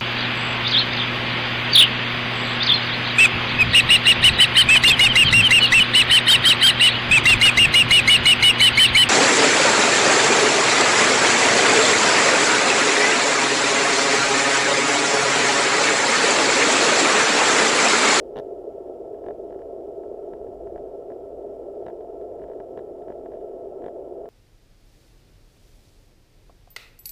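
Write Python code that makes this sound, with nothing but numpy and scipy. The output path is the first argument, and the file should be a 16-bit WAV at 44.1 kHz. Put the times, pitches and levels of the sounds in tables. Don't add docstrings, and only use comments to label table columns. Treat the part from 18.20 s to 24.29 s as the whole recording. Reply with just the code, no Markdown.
import sys
import numpy as np
from scipy import signal
from scipy.fft import rfft, irfft
from scipy.io import wavfile

SR = 44100
rng = np.random.default_rng(int(sys.argv[2]) if len(sys.argv) > 2 else 0)


def bounce(signal):
    frames = np.transpose(np.atleast_2d(signal))
    limited = np.clip(frames, -1, 1)
    pcm = np.round(limited * 32767).astype(np.int16)
    wavfile.write(sys.argv[1], SR, pcm)


N = 268569
TIME_S, FREQ_HZ = np.arange(N) / SR, np.fft.rfftfreq(2 * N, 1 / SR)

# f/Hz, width/Hz, relative level/dB
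CASE_MODES = [(255.7, 40, -12), (289, 22, -9.5), (354, 25, -3.5), (404.5, 52, 1.5), (474, 85, -3),
              (520.4, 24.4, -2.5), (580.5, 24, 0.5), (654.5, 78.4, 1.5), (684, 39, 3.5), (809.6, 48.5, -3),
              (897, 46, -6), (1022, 108, -14), (1160, 70, -39), (1331, 52, -14), (1475, 80, -21.5),
              (1655, 91, -19), (1754, 81, -21.5), (1952, 74, -26.5), (2290, 160, -35), (2950, 260, -37.5),
              (3700, 910, -54.5)]
# f/Hz, relative level/dB
TYRE_FORCE = [(30, -11), (150, -4.5), (250, 0), (400, 6), (650, -2), (800, -10.5), (1000, -14.5),
              (1330, -10.5), (1600, -39.5), (2200, -26), (3200, -27), (6000, -41), (16000, -62)]
# t/s, peak level before trim/dB
STONE_THUDS = [(0.582, -26.5), (0.697, -20), (1.36, -19), (1.859, -26), (1.944, -22), (2.214, -22),
               (3.624, -20.5)]
# f/Hz, relative level/dB
BAR_SWAY = [(5, -31), (20, -1), (36, -5.5), (45, -5.5), (54, 4.5), (66, -8), (95, -7), (170, -12.5),
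            (300, -29.5), (900, -67)]
# f/Hz, relative level/dB
HISS_SPECTRUM = [(100, -3), (1800, 9), (3000, 1.5), (4200, 0.5), (5300, -0.5), (9400, -3), (13400, -6.5),
                 (15600, -9.5)]
# t of strongest contact/s, contacts before, contacts after, gap/s,
# knock level before trim/dB, tick level before trim/dB
RATTLE_RUNS = [(0.1768, 2, 2, .0095, -53, -53.5), (0.673, 0, 0, .02, -75, -87),
               (0.942, 0, 0, .02, -68, -85), (1.083, 2, 1, .022, -54, -66),
               (1.324, 1, 1, .0195, -64.5, -87), (1.416, 1, 0, .027, -62, -87),
               (1.834, 0, 0, .02, -66, -86), (2.133, 0, 0, .02, -57.5, -76), (2.2654, 0, 0, .02, -68, -85),
               (2.47, 0, 0, .02, -64, -88), (2.557, 0, 1, .0196, -59, -82), (2.9, 0, 1, 0.016, -61, -87),
               (3.6632, 0, 2, .0174, -54.5, -64), (3.807, 0, 0, .02, -69, -77),
               (4.011, 0, 0, .02, -68, -80), (4.237, 2, 0, .021, -60.5, -82),
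               (4.314, 2, 1, .018, -64.5, -87), (4.4, 0, 0, .02, -57, -78),
               (4.5728, 0, 1, 0.016, -56, -65.5), (4.819, 0, 0, .02, -69, -75), (4.9, 1, 1, .019, -59, -81),
               (5.058, 0, 0, .02, -59.5, -82), (5.117, 0, 2, 0.017, -64, -81), (5.208, 0, 0, .02, -72, -80),
               (5.66, 2, 1, .0203, -55.5, -66.5), (6.0545, 0, 0, .02, -62, -80)]
# f/Hz, relative level/dB
CONTACT_FORCE = [(60, 5.5), (200, 10.5), (400, -2.5), (650, 0), (850, -2.5), (1100, -0.5), (1330, -3.5),
                 (1480, 0), (1650, 0), (2000, 4), (3000, 1)]
# f/Hz, relative level/dB
TICK_COLOUR = [(300, -21), (2300, -17), (2900, 1.5), (3750, 4.5), (4100, -5.5), (4600, -12.5), (5800, -12),
               (7200, -23.5), (9800, -20.5), (12200, -16.5), (15500, -31)]

DRUM_DB, HISS_DB = -35.5, -72
QUIVER_DB = -56.5
UNEVEN_FROM_S, UNEVEN_TO_S, UNEVEN_RISE_S, UNEVEN_FADE_S, UNEVEN_DB = 2.16, 2.52, 0.066, 0.18, -53
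JOLT_DB, JOLT_KNOCK_DB, JOLT_SLOPE, JOLT_S = -51.5, -52.5, 1.5, 0.05
RUN_S, KNOCK_FADE_DB, TICK_FADE_DB = 0.021, 2, 7
KNOCK_BAND_HZ, TICK_BAND_HZ = (1450, 2200), (2600, 4500)
EDGE_HZ = 15720


def gain_of(db):
    return 10 ** (np.asarray(db) / 20)


def evened(x):
    return x / np.sqrt(np.mean(x ** 2) + 1e-20)


def colour(points):
    hz, db = np.transpose(points)
    return gain_of(np.interp(np.log(FREQ_HZ + 1), np.log(hz), db))


def ringing(gain, size=4096):
    cepstrum = irfft(np.log(np.maximum(gain / gain.max(), 1e-5)))
    cepstrum[1:N] *= 2
    cepstrum[N + 1:] = 0
    return irfft(np.exp(rfft(cepstrum)))[:size]


def noise(gain):
    white = rng.standard_normal(2 * N)
    return evened(irfft(rfft(white) * gain)[:N])


def add(mix, start_s, sound):
    part = mix[max(round(start_s * SR), 0):][:len(sound)]
    part += sound[:len(part)]


def at_level(hit, db, band_hz):
    bandpass = signal.butter(4, band_hz, "band", fs=SR, output="sos")
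    inside = signal.sosfilt(bandpass, hit)
    return hit * gain_of(db) * np.sqrt(0.008 * SR / np.sum(inside ** 2))


def case_gain(wall_db=-22, wall_hz=750):
    power = (gain_of(wall_db) / (1 + (FREQ_HZ / wall_hz) ** 2)) ** 2
    for hz, width_hz, db in CASE_MODES:
        mode = gain_of(db) / (1 + np.sqrt(2) * ((FREQ_HZ - hz) / width_hz) ** 2)
        power = power + mode ** 2
    return np.sqrt(power)


def road(case, grains_per_s=7000, spread_db=1.23, stone_trim_db=-3):
    push = ringing(case * colour(TYRE_FORCE))
    count = N + len(push) - 1
    size_db = spread_db * np.minimum(rng.exponential(1, count), 4)
    sizes = rng.standard_normal(count) * gain_of(size_db)
    grains = sizes * (rng.random(count) < grains_per_s / SR)
    out = evened(signal.fftconvolve(grains, push, "valid")) * gain_of(DRUM_DB)
    thud = push / abs(push).max()
    for start_s, peak_db in STONE_THUDS:
        add(out, start_s, gain_of(peak_db + stone_trim_db) * thud)
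    return out


def handlebar():
    rise = np.clip((TIME_S - UNEVEN_FROM_S) / UNEVEN_RISE_S, 0, 1)
    uneven = rise * np.exp(-np.maximum(TIME_S - UNEVEN_TO_S, 0) / UNEVEN_FADE_S)
    jolts = np.zeros(N)
    for run_s, _, _, _, knock_db, _ in RATTLE_RUNS:
        jolt_db = JOLT_DB + JOLT_SLOPE * (knock_db - JOLT_KNOCK_DB)
        jolts += gain_of(jolt_db) * np.exp(-((TIME_S - run_s) / JOLT_S) ** 2)
    level = np.sqrt(gain_of(QUIVER_DB) ** 2 + (gain_of(UNEVEN_DB) * uneven) ** 2 + jolts ** 2)
    return noise(colour(BAR_SWAY)) * level


def hiss(echo=0.24, echo_s=0.000475):
    comb = abs(1 - echo * np.exp(-2j * np.pi * FREQ_HZ * echo_s))
    return gain_of(HISS_DB) * noise(colour(HISS_SPECTRUM) * comb)


def scatter(spread_s, size=768):
    swell = np.sin(np.pi * np.minimum(TIME_S[:size] / spread_s, 1))
    spectrum = rfft(rng.standard_normal(size) * swell)
    return irfft(spectrum / abs(spectrum)) * (swell > 1e-9)


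def contacts():
    rows = []
    for run_s, before, after, gap_s, knock_db, tick_db in RATTLE_RUNS:
        for offset_s in gap_s * np.arange(-round(before), round(after) + 1):
            away = (offset_s / RUN_S) ** 2
            rows.append((run_s + offset_s, knock_db - KNOCK_FADE_DB * away, tick_db - TICK_FADE_DB * away))
    return rows


def faint_ticks(case, ticks_per_s=150, spread_db=2.0, ticks_db=-69, busy_db=5, busy_s=0.032, spread_s=0.005):
    nearness = sum(np.exp(-((TIME_S - contact_s) / busy_s) ** 2) for contact_s, _, _ in contacts())
    size_db = spread_db * np.minimum(rng.exponential(1, N), 3) + busy_db * np.tanh(nearness / 2)
    taps = np.zeros(N)
    for i in np.flatnonzero(rng.random(N) < ticks_per_s / SR):
        add(taps, i / SR, gain_of(size_db[i]) * scatter(spread_s))
    tap = ringing(case * colour([(400, -19.5), (1300, -5.0), (1700, -8), (3000, 7.0)]))
    return gain_of(ticks_db) * evened(signal.fftconvolve(taps, tap)[:N])


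def rattle(case, spread_s=0.0058, knock_trim_db=1, tick_trim_db=1, heavy_db=-48, sharp_db=-54,
           shortest_s=0.0012, doubling_db=13, bright_hz=13000, dulling=1.7, tick_delay_s=0.00138):
    knock, tick = ringing(case * colour(CONTACT_FORCE)), ringing(colour(TICK_COLOUR))
    t, out = TIME_S[:512], np.zeros(N)
    for start_s, knock_db, tick_db in contacts():
        decay_s = shortest_s * 2 ** (max(sharp_db - tick_db, 0) / doubling_db)
        scrape = rng.standard_normal(len(t)) * np.exp(-t / decay_s)
        lowpass_hz = bright_hz * gain_of(dulling * min(knock_db - heavy_db, 0))
        pole = np.exp(-2 * np.pi * lowpass_hz / SR)
        snap = signal.fftconvolve(signal.lfilter([1], [1, -pole], scrape), tick)
        ring = signal.fftconvolve(scatter(spread_s), knock)
        add(out, start_s, at_level(ring, knock_db + knock_trim_db, KNOCK_BAND_HZ))
        add(out, start_s + tick_delay_s, at_level(snap, tick_db + tick_trim_db, TICK_BAND_HZ))
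    return out


def scene():
    case = case_gain()
    return (road(case) + handlebar() + hiss() + faint_ticks(case) + rattle(case))[None]


def record(dry):
    lowpass = signal.firwin(1023, EDGE_HZ, window=("kaiser", 9), fs=SR)
    return signal.oaconvolve(dry, lowpass[None], "same")


dry = scene()
out = record(dry)
bounce(out)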